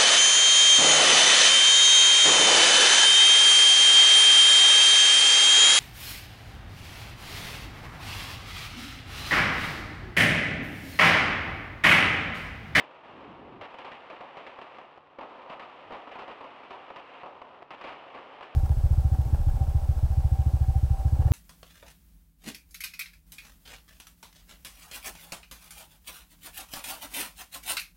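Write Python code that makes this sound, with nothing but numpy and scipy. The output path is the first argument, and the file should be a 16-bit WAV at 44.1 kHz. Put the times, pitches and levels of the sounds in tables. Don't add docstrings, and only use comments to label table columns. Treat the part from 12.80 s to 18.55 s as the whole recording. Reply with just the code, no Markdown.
import sys
import numpy as np
from scipy import signal
from scipy.fft import rfft, irfft, next_fast_len
from scipy.io import wavfile

SR = 44100
rng = np.random.default_rng(int(sys.argv[2]) if len(sys.argv) > 2 else 0)


def unload_audio(sound):
    columns = np.transpose(np.atleast_2d(sound))
    steps = np.round(np.clip(columns, -1, 1) * 32767)
    wavfile.write(sys.argv[1], SR, steps.astype(np.int16))


N = 253575
TIME = np.arange(N) / SR

# (frequency [Hz], relative level [dB])
RUMBLE_EQ = [(20, -13.5), (50, -2), (90, 3), (140, -5.5), (250, -17.5), (1000, -50)]
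# (frequency [Hz], relative level [dB])
RUSH_EQ = [(25, -20.5), (55, -19), (110, -5.5), (170, -2), (260, -0.5), (430, -0.2), (600, -11),
           (1000, -8.5), (3000, -45)]
# (frequency [Hz], relative level [dB])
BODY_EQ = [(25, -25), (55, -26), (110, -18), (180, -14), (260, -3.5), (390, -3.5), (530, 0.2), (750, 1.26),
           (1000, 2.5), (1250, -2), (1550, -19), (2500, -38.5), (6000, -39)]
# (frequency [Hz], relative level [dB])
CRACK_EQ = [(300, -39), (1000, -13.5), (1500, 3), (2000, 4.5), (2800, 6.5), (3400, 1.5), (4500, -4.5),
            (7000, -10), (10000, -10)]
# (start [s], end [s], level [dB], rumble level [dB])
RUSH_CUES = [(0.206, 0.81, -47, -55.5), (3.03, 3.106, -62, -59)]
# (start [s], end [s], level [dB], crack offset [dB], fade-out [dB/s])
CRACKLE_CUES = [(-.1, .03, -51.5, -5, 15), (0.198, 0.412, -51, -5, 9.5), (.85, 1.964, -50.5, -4.5, 45),
                (1.98, 2.164, -55.5, -5, 198), (2.42, 2.7, -48.5, -8, 30), (2.76, 4.13, -50.5, -4.5, 13),
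                (4.22, 4.42, -51.5, -2.5, 50), (4.42, 4.812, -51.5, -9, 119),
                (4.942, 5.75, -50.5, -4.5, 30)]
# (time [s], level [dB], time for the tail to fall 60 dB [s], crack offset [dB],
# thump offset [dB])
BANG_CUES = [ (.003, -37.5, 0.15, -3.5, -13), (0.812, -36, 0.34, -6.5, -4), (.942, -39, 0.07, -12, -13),
             (.986, -39.5, 0.16, -3.5, -10), (1.047, -35.5, 0.23, -7.5, -17), (1.117, -45.5, 0.22, 1.5, 5),
             (1.3, -36.5, 0.21, -9, -21), (1.407, -38, 0.26, -13, -12), (1.57, -35.5, 0.19, -7.5, -11),
             (1.666, -39, 0.16, -4.5, -21), (1.788, -34.5, 0.052, -16, -28), (1.815, -38, 0.13, -8, -19),
             (1.985, -38, .045, -10.5, -22), (2.014, -46, 0.17, -15, -20), (2.176, -44.5, 0.0087, -13, -6),
             (2.386, -33, 0.14, -16, -24), (2.41, -38.5, .26, -11.5, -24), (2.698, -35.5, 0.4, -8, -2),
             (2.796, -42, 0.21, -3.5, -10), (3.106, -34.5, .18, -15, -14), (3.121, -35, 0.38, -10, -10),
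             (3.273, -36.5, 0.083, -20, -14), (3.316, -42, 0.19, -4.5, -12), (3.355, -36, 0.19, -15.5, -14),
             (3.389, -36, 0.29, -8.5, -20), (3.479, -38, 0.36, -8, -11), (3.608, -38, 0.18, -13.5, -6),
             (3.643, -43, 0.15, -12, -20), (3.907, -36, 0.34, -9, -4), (4.103, -34, .06, -24, -13),
             (4.161, -41, 0.24, -4, -4), (4.433, -35, 0.12, -23, -7), (4.46, -37, 0.18, -16.5, -24),
             (4.617, -38, 0.076, -14.5, -21), (4.823, -39, 0.025, -13.5, -10), (4.9062, -37, .21, -5, -5),
             (5.012, -39, 0.15, -5, -17), (5.04, -34, 0.35, -7.5, -25), (5.089, -44.5, 0.36, -2.5, 1),
             (5.347, -39, 0.34, -10, -11), (5.609, -37.5, 0.06, -13, -9), (5.627, -41.5, 0.16, -3.5, -13)]
# (frequency [Hz], width [Hz], level [dB])
MIC_RESONANCES = [(384, 14, -12.5), (546, 36, -7), (733.5, 42, -8.5), (1750, 17, -2.5)]
# (frequency [Hz], gain [dB])
MIC_EQ = [(1000, -1.5), (2000, 0.5), (3000, -2), (4000, -8), (5000, -12.5), (6300, -20), (8000, -25),
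          (9300, -28), (10500, -37)]


def from_db(db):
    return 10 ** (np.asarray(db) / 20)


def rms_one(x):
    return x / np.sqrt(np.mean(x ** 2) + 1e-20)


def eq_gains(eq, size):
    hz, db = np.transpose(eq)
    bin_hz = np.maximum(np.arange(size // 2 + 1) * SR / size, 1)
    return from_db(np.interp(np.log(bin_hz), np.log(hz), db))


def colour(x, eq, size=4096):
    cepstrum = irfft(np.log(eq_gains(eq, size)))
    cepstrum[1:size // 2] *= 2
    cepstrum[size // 2 + 1:] = 0
    impulse = irfft(np.exp(rfft(cepstrum)))
    return signal.fftconvolve(x, impulse / np.sqrt(np.sum(impulse ** 2)))[:N]


def resonate(x, hz, width_hz):
    radius = np.exp(-np.pi * width_hz / SR)
    feedback = [1, -2 * radius * np.cos(2 * np.pi * hz / SR), radius ** 2]
    return signal.lfilter(np.array([1, 0, -1]) * (1 - radius ** 2) / 2, feedback, x)


def clicks(per_s, spread_db):
    sizes = from_db(spread_db * np.clip(rng.standard_normal(N), -2, 2)) * rng.choice([-1, 1], N)
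    return rms_one((rng.random(N) < per_s / SR) * sizes)


def street_hum(hum_hz=147.6, hum_db=-75, waver_hz=5, waver_rad=1.0, rumble_db=-76):
    waver = signal.sosfilt(signal.butter(2, waver_hz, fs=SR, output="sos"), rng.standard_normal(N))
    hum = rms_one(np.sin(2 * np.pi * hum_hz * TIME + waver_rad * rms_one(waver)))
    return from_db(hum_db) * hum + from_db(rumble_db) * colour(rng.standard_normal(N), RUMBLE_EQ)


def low_rush(peak_share=.4, sag_db=-2.5, release_s=.023, deepening=1.1):
    rush_gain, rumble_gain = np.zeros((2, N))
    for start, end, db, rumble_db in RUSH_CUES:
        progress = np.clip((TIME - start) / (end - start), 0, 1)
        swell = np.interp(progress, [0, peak_share, 1], [0, 1, from_db(sag_db)])
        release = np.exp(-np.maximum(TIME - end, 0) / release_s)
        rush_gain += from_db(db) * swell * release
        rumble_gain += from_db(rumble_db) * progress ** deepening * release
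    rush, rumble = rng.standard_normal((2, N))
    return rush_gain * colour(rush, RUSH_EQ) + rumble_gain * colour(rumble, RUMBLE_EQ)


def air_blast(body, crack):
    return colour(body, BODY_EQ) + colour(crack, CRACK_EQ)


def crackle_envelopes(attack_s=.051, dulling_db_per_s=5.5, floor_db=-58.5, floor_crack_db=-7.5):
    body_gain, crack_gain = from_db(floor_db), from_db(floor_db + floor_crack_db)
    for start, end, db, bright_db, fade_db_per_s in CRACKLE_CUES:
        since_end = np.maximum(TIME - end, 0)
        gain = np.clip((TIME - start) / attack_s, 0, 1) * from_db(db - fade_db_per_s * since_end)
        body_gain = np.maximum(body_gain, gain)
        crack_gain = np.maximum(crack_gain, gain * from_db(bright_db - dulling_db_per_s * since_end))
    return body_gain, crack_gain


def cracker_string(pops_db=-7.5, wash_db=1.8, pop_crack_db=1.5, wash_crack_db=-.97,
                   echo_s=.0043, echo_db=-7):
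    body_gain, crack_gain = crackle_envelopes()
    direct = clicks(per_s=130, spread_db=2)
    echo = from_db(echo_db) * np.interp(TIME - echo_s, TIME, direct, left=0)
    pops = from_db(pops_db) * (direct + echo)
    wash = from_db(wash_db) * clicks(per_s=7000, spread_db=2.5)
    crack = from_db(pop_crack_db) * pops + from_db(wash_crack_db) * wash
    return air_blast(body_gain * (pops + wash), crack_gain * crack)


def snaps(snap_db=12, tear_db=-13, tear_s=.009, low_cut_hz=2400):
    track = np.zeros(N)
    age = TIME[:SR // 40]
    for time_s, db, _, bright_db, _ in BANG_CUES:
        snap = from_db(tear_db) * rng.standard_normal(len(age)) * np.exp(-(age / tear_s) ** 2)
        snap[0] = 1
        start = round(time_s * SR)
        track[start:start + len(age)] += from_db(db + bright_db + snap_db) * snap
    return signal.sosfilt(signal.butter(2, low_cut_hz, "high", fs=SR, output="sos"), track)


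def big_crackers(shock_db=22, kerb_s=.0049, scatter_db=-1.5, ground_db=5, ground_s=.0046,
                 wall_s=.037, wall_spread_s=.011, wall_db=1.5, slap_db=-5,
                 crack_db=2, dulling_db_per_s=6, thump_s=.003, thump_db=2):
    reflections = clicks(per_s=3000, spread_db=4)
    body, crack, thumps = np.zeros((3, N))
    for time_s, db, t60, bright_db, push_db in BANG_CUES:
        kerb_jitter, wall_jitter = rng.uniform(-1, 1, 2)
        start = round(time_s * SR)
        age = TIME[:min(N - start, SR // 2)]
        span = slice(start, start + len(age))
        loss_db_per_s = 60 / max(t60, .01)
        tail = from_db(scatter_db - loss_db_per_s * age + ground_db * np.exp(-age / ground_s))
        wall_gain = from_db(wall_db - loss_db_per_s * wall_s)
        wall_bloom = wall_gain * np.exp(-((age - wall_s) / wall_spread_s) ** 2 / 2)
        bang = reflections[span] * np.hypot(tail, wall_bloom)
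        kerb_lag = round(kerb_s * (1 + .2 * kerb_jitter) * SR)
        wall_lag = round((wall_s + wall_spread_s * wall_jitter / 2) * SR)
        bang[[0, kerb_lag]] += from_db(shock_db)
        bang[wall_lag] += wall_gain * from_db(shock_db + slap_db)
        body[span] += from_db(db) * bang
        crack[span] += from_db(db + bright_db + crack_db - dulling_db_per_s * age) * bang
        thump = np.sin(np.pi * age / thump_s) * np.exp(-age / thump_s)
        thumps[span] += from_db(db + push_db + thump_db) * thump
    return air_blast(body, crack) + thumps


def scene():
    street = big_crackers() + snaps() + cracker_string() + low_rush() + street_hum()
    ringing = sum(from_db(db) * resonate(street, hz, width_hz) for hz, width_hz, db in MIC_RESONANCES)
    return (street + ringing)[None]


def record(dry, low_cut_hz=45, overload_db=-35, hardness=2.88, high_cut_hz=10300):
    thin = signal.sosfilt(signal.butter(2, low_cut_hz, "high", fs=SR, output="sos"), dry)
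    drive = np.abs(thin / from_db(overload_db))
    clipped = thin / (1 + drive ** hardness) ** (1 / hardness)
    size = next_fast_len(2 * N)
    dull = irfft(rfft(clipped, size) * eq_gains(MIC_EQ, size), size)[:, :N]
    return signal.sosfilt(signal.butter(16, high_cut_hz, fs=SR, output="sos"), dull)


dry = scene()
out = record(dry)
unload_audio(out)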